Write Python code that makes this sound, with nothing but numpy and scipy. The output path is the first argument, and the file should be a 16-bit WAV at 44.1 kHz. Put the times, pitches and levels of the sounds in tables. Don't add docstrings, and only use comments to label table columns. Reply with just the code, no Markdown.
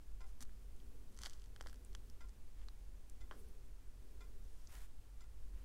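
import sys
import numpy as np
from scipy import signal
from scipy.fft import rfft, irfft
from scipy.io import wavfile
from scipy.ndimage import uniform_filter1d

SR = 44100
rng = np.random.default_rng(int(sys.argv[2]) if len(sys.argv) > 2 else 0)


def output_pcm(signal):
    pcm = np.clip(np.atleast_2d(signal).T, -1, 1) * 32767
    wavfile.write(sys.argv[1], SR, np.round(pcm).astype(np.int16))


def how_loud(loudness_db):
    steps = np.asarray(loudness_db, float) / 20
    return 10 ** steps


N = 248724

# f/Hz, level/dB
CRUST_COLOUR = [(250, 15), (750, 8.5), (1600, 3.5), (2100, 1.5), (2600, -10), (3200, 0), (3900, -3),
                (4800, 0), (5800, 0.5), (7500, 0), (10500, -2.5), (16000, -9.5)]


def evened(x):
    return x / np.sqrt(np.mean(x ** 2) + 1e-30)


def curve(rows):
    s, value = np.transpose(rows)
    return np.interp(np.arange(N) / SR, s, value)


def noise(db_at, size=N):
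    hz = np.fft.rfftfreq(size, 1 / SR) + .1
    white = rfft(rng.standard_normal(size))
    return evened(irfft(white * how_loud(db_at(hz)), size))


def spectrum(points):
    f, db = np.transpose(points)
    return lambda hz: np.interp(np.log(hz), np.log(f), db)


def hump(hz, centre_hz, octaves, low=1):
    away = np.log2(hz / centre_hz) / octaves
    return -6 * np.where(away < 0, low, 1) * away ** 2


def ring(modes, colour_db, size):
    hz, db, t60 = np.transpose(modes)[:, :, None]
    t = np.arange(size) / SR
    decay = how_loud(db + colour_db[:, None] - 60 * t / t60)
    return (decay * np.sin(2 * np.pi * hz * t)).sum(0)


def add(mix, s, sound):
    part = mix[round(s * SR):][:len(sound)]
    part += sound[:len(part)]


def room():
    # f/Hz, relative spectral density/dB
    rumble_points = [(1, -5), (5, 8.5), (11, 4), (20, -11), (29, -16), (36, -3), (42, -1), (52, -6),
                     (64, -14), (76, -18.5), (115, -25), (150, -33.5), (220, -74)]
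    # f/Hz, relative spectral density/dB
    hum_bands = [
        [(130, -29.5), (180, 3.5), (225, 6), (290, 2), (360, -28.5)],
        [(300, -15), (370, 1), (440, 0.5), (540, -5), (680, -27)],
    ]
    # t/s, level/dB
    hum_swell = [(0, -80), (.5, -79), (.9, -72.5), (1.15, -72.5), (1.35, -83.5), (1.6, -74), (2.05, -74),
                 (2.35, -81), (2.75, -77.5), (3.05, -85.5), (3.4, -68), (3.6, -75.5), (3.85, -87),
                 (4.08, -71.5), (4.35, -74), (4.65, -83), (5.35, -81.5), (5.64, -73.5)]
    # f/Hz, relative spectral density/dB
    hiss_points = [(90, -43), (150, -10), (300, -9), (520, -15), (900, -18), (2000, -22.5), (4000, -25.5),
                   (6000, -25.5), (9000, -26), (12000, -29.5), (15800, -32)]
    rumble_db, hiss_db = -47.5, -72.5
    upper_db, waver_db = -1.5, 1.5
    hum = 0
    for band, db in zip(hum_bands, (0, upper_db)):
        waver = noise(lambda hz: -hz * 1.2)
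        hum_gain = how_loud(curve(hum_swell) + db + waver_db * waver)
        hum = hum + hum_gain * noise(spectrum(band))
    rumble = how_loud(rumble_db) * noise(spectrum(rumble_points))
    return rumble + hum + how_loud(hiss_db) * noise(spectrum(hiss_points))


def clock():
    # f/Hz, level/dB, t60/s
    case_modes = [(781, -4.5, 0.19), (1047, 1, 0.082), (1330, -10, 0.065), (1393, 0.5, 0.083),
                  (1530, -7.5, 0.034), (2038, -3, 0.061), (2400, -11.5, 0.074), (3490, -6.5, .03),
                  (5030, -7, .025), (5900, -13, .03), (7300, -9, 0.02)]
    # t/s, level/dB
    gear_blows = [(0, -8), (.0022, -3), (.0044, -3.5), (.0089, -1), (.0133, -2), (.0355, -2.5)]
    # level/dB, rattle level/dB (relative), brightening/(dB per octave)
    tick_beat = (-66, -4, 1)
    tock_beat = (-70.5, -0.6, 4.8)
    first_s, every_s = .206, 1.0001
    blow_scatter_db, mode_scatter_db = 3.1, 1.2
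    delay_s, gear_db = np.transpose(gear_blows)
    mode_hz = np.transpose(case_modes)[0]
    out, t = np.zeros(N), np.arange(4000) / SR
    for beat in range(6):
        db, rattle_db, bright_db = (tick_beat, tock_beat)[beat % 2]
        blows = rng.standard_normal(4000) * how_loud(-21.0 - 60 * t / 0.16)
        blow_db = gear_db + blow_scatter_db * rng.standard_normal(len(gear_blows))
        blows[[round(d * SR) for d in delay_s]] += how_loud(blow_db)
        colour_db = bright_db * np.log2(mode_hz / 1400)
        colour_db = colour_db + mode_scatter_db * rng.standard_normal(len(case_modes))
        tick = np.convolve(blows, ring(case_modes, colour_db, size=5000))[:4000]
        burst = abs(uniform_filter1d(blows ** 2, size=150)) ** .5 * how_loud(-60 * t / 0.6)
        rattle = noise(lambda hz: hump(hz, 3670, 1.0), size=4000) * burst / burst.max()
        tick = tick / np.std(tick[:1500])
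        add(out, first_s + beat * every_s, how_loud(db) * (tick + how_loud(rattle_db) * rattle))
    return out


def slides():
    # start t/s, end t/s, hiss level/dB, hiss centre f/Hz, half-width/octaves,
    # peak position/fraction of the stroke, hollow level/dB (levels before the stroke's envelope)
    strokes = [(.26, 0.315, -74.5, 7650, 1.6, 0.6, -84), (0.407, .436, -57.5, 6750, 1.1, .75, -64.5),
               (2.569, 2.647, -82, 4000, 1.3, 0.9, -74.5), (3.364, 3.418, -73.5, 10800, .45, .55, -85),
               (4.419, 4.724, -76.5, 6160, 1.8, 1, -89), (4.688, 4.869, -65.5, 15000, 1.4, 0.36, -65.5),
               (5.524, 5.66, -88, 4000, 1.3, 0.4, -76.5)]
    hollow_hz, hollow_octaves = 1260, 1.43
    grain_db, grain_s = 3, 0.048
    out = np.zeros(N)
    for start, end, db, hz, octaves, top, hollow_db in strokes:
        hiss_colour = lambda f: hump(f, hz, octaves) + spectrum(CRUST_COLOUR)(f)
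        hiss = how_loud(db) * noise(hiss_colour, size=32768)
        hollow = how_loud(hollow_db) * noise(lambda f: hump(f, hollow_hz, hollow_octaves), size=32768)
        unevenness = evened(uniform_filter1d(rng.standard_normal(32768), size=130))
        grain = how_loud(grain_db * min(grain_s / (end - start), 1) ** .5 * unevenness)
        u = np.linspace(0, 1, round((end - start) * SR))
        peak_at = np.clip(top, .2, .85)
        stroke = np.interp(u, [0, .12, peak_at, .92, 1], [0.37, 0.57, 0.96, 0.46, 0.24])
        add(out, start, stroke * ((hiss + hollow) * grain)[:len(u)])
    return out


def bump():
    start_s, length_s, peak_db, hz = .404, 0.038, -59.5, 242.4
    out, t = np.zeros(N), np.arange(0, length_s, 1 / SR)
    envelope = np.sin(np.pi * t / length_s)
    add(out, start_s, how_loud(peak_db) * envelope * np.sin(2 * np.pi * hz * t))
    return out


def flake(centre_hz, octaves, chance):
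    hz = np.fft.rfftfreq(512, 1 / SR) + 40
    ripple_db = 3.3 * np.interp(np.log(hz / 500), np.linspace(0, 3.5, len(chance)), chance)
    colour_db = spectrum(CRUST_COLOUR)(hz) + hump(hz, centre_hz, octaves, low=0.72) + ripple_db
    log_gain = np.log(how_loud(np.maximum(colour_db, -70)))
    cepstrum = irfft(log_gain) * np.r_[1, 2 * np.ones(255), 1, np.zeros(255)]
    click = irfft(np.exp(rfft(cepstrum)))[:400]
    return click / abs(click).max()


def snaps():
    # t/s, first click's peak level/dB, centre f/Hz before crust colour,
    # half-width/octaves
    snap_rows = [(0.407, -40, 4840, 1.6), (0.4522, -56, 3000, 1.1), (0.4936, -61, 1960, .6),
                 (0.764, -57, 7390, 1.3), (0.801, -59, 3470, 0.38), (1.1255, -55, 8000, 0.9),
                 (1.146, -54, 5900, 1.2), (1.166, -53, 6280, 0.73), (1.175, -47.5, 5100, 1.1),
                 (1.1896, -37.5, 3800, 1.6), (1.218, -39, 6200, 1.1), (1.226, -45, 4500, 0.99),
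                 (1.2352, -31, 4300, 1.25), (1.2442, -43, 3190, 1.6), (1.2525, -41.5, 4040, .8),
                 (1.2601, -31.5, 3720, .55), (1.2677, -39.5, 2480, 1), (1.2704, -39, 3810, 1.8),
                 (1.2975, -40.5, 5940, 0.88), (1.3083, -49, 3930, 0.86), (1.3335, -45.5, 6000, 1.5),
                 (1.3365, -48.5, 4500, 0.65), (1.398, -59, 5000, 0.69), (1.42, -52, 4310, 1),
                 (1.441, -50.5, 4700, 0.94), (1.46, -53.5, 4910, 1.2), (1.5624, -42.5, 2700, 1.3),
                 (1.601, -57, 1900, 0.96), (1.61, -34, 2120, 1.28), (1.614, -42, 3500, 1.7),
                 (1.6255, -47, 3350, 1.7), (1.6388, -53, 1520, 1.2), (1.662, -43, 1320, 0.95),
                 (1.671, -37.5, 3040, 1.6), (1.6976, -47.5, 2890, 1.2), (1.7299, -44.5, 3780, 1.9),
                 (1.7437, -48.5, 5460, 1.7), (1.7588, -54, 7090, 0.88), (1.849, -48, 8700, .4),
                 (1.9308, -52, 3700, .7), (1.9504, -35, 3060, 1.21), (2.0994, -49, 6350, 0.96),
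                 (2.2877, -55, 5000, 1.5), (2.2932, -51, 3500, 1.6), (2.6855, -44, 2400, 1.2),
                 (3.0984, -45.5, 7800, 0.84), (3.3118, -40, 1520, 0.96), (3.3213, -48.5, 1140, 0.37),
                 (3.4867, -56, 10860, 0.22), (4.6725, -48.5, 5600, 0.38), (4.7533, -52, 5520, 0.41)]
    crumbs_db, crumbs_spread_db, crumbs_t60_s = -9.5, 2.2, .013
    out, t = np.zeros(N), np.arange(800) / SR
    for s, db, hz, octaves in snap_rows:
        crumbs = rng.standard_normal(800) ** 3 * how_loud(-60 * t / crumbs_t60_s)
        crumb_gain = how_loud(crumbs_db + crumbs_spread_db * rng.standard_normal())
        breaks = np.r_[1, crumb_gain * crumbs / np.linalg.norm(crumbs)]
        click = flake(hz, octaves, rng.standard_normal(16))
        add(out, s, how_loud(db) * np.convolve(breaks, click))
    return out


def tears():
    # loudest t/s, rms level there/dB, build-up/s, dying-away/s, centre f/Hz before
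    # crust colour, mean rate/(flakes per s)
    tear_rows = [(1.235, -64, .12, 0.28, 3850, 1200), (1.26, -51, .035, 0.021, 3680, 1650),
                 (1.69, -64.5, .07, 0.046, 3000, 700), (3.314, -58.5, .003, 0.089, 1160, 3400)]
    range_db = 24.5
    out, span = np.zeros(N), 16384
    for top_s, db, rise_s, fall_s, hz, per_s in tear_rows:
        crackle = np.zeros(span)
        for _ in range(12):
            heights = how_loud(1.7 * np.minimum(rng.exponential(1, span), 4))
            heights *= rng.choice([-1, 1], span)
            heights *= rng.random(span) < per_s / 12 / SR
            click = flake(hz, 1.65, rng.standard_normal(16))
            crackle += signal.oaconvolve(heights, click)[:span]
        t = np.arange(-rise_s, fall_s, 1 / SR)[:span]
        away = np.where(t < 0, t / rise_s, t / fall_s)
        envelope = how_loud(db - range_db * abs(away))
        add(out, top_s - rise_s, evened(crackle)[:len(t)] * envelope)
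    return out


def scene():
    # delay t/s, level/dB
    reflections = [(.00065, -14), (.0014, -56), (.0036, -16)]
    crust = snaps() + tears()
    near = crust.copy()
    for delay, db in reflections:
        add(near, delay, how_loud(db) * crust)
    return (near + slides() + bump() + clock() + room())[None]


def low_pass(x):
    return signal.sosfilt(signal.butter(12, 16430, fs=SR, output="sos"), x)


def record(dry):
    edge = signal.firwin(511, 15800, window=("kaiser", 5), fs=SR)
    mix = signal.oaconvolve(dry, edge[None], "same")
    return low_pass(mix)


dry = scene()
out = record(dry)
output_pcm(out)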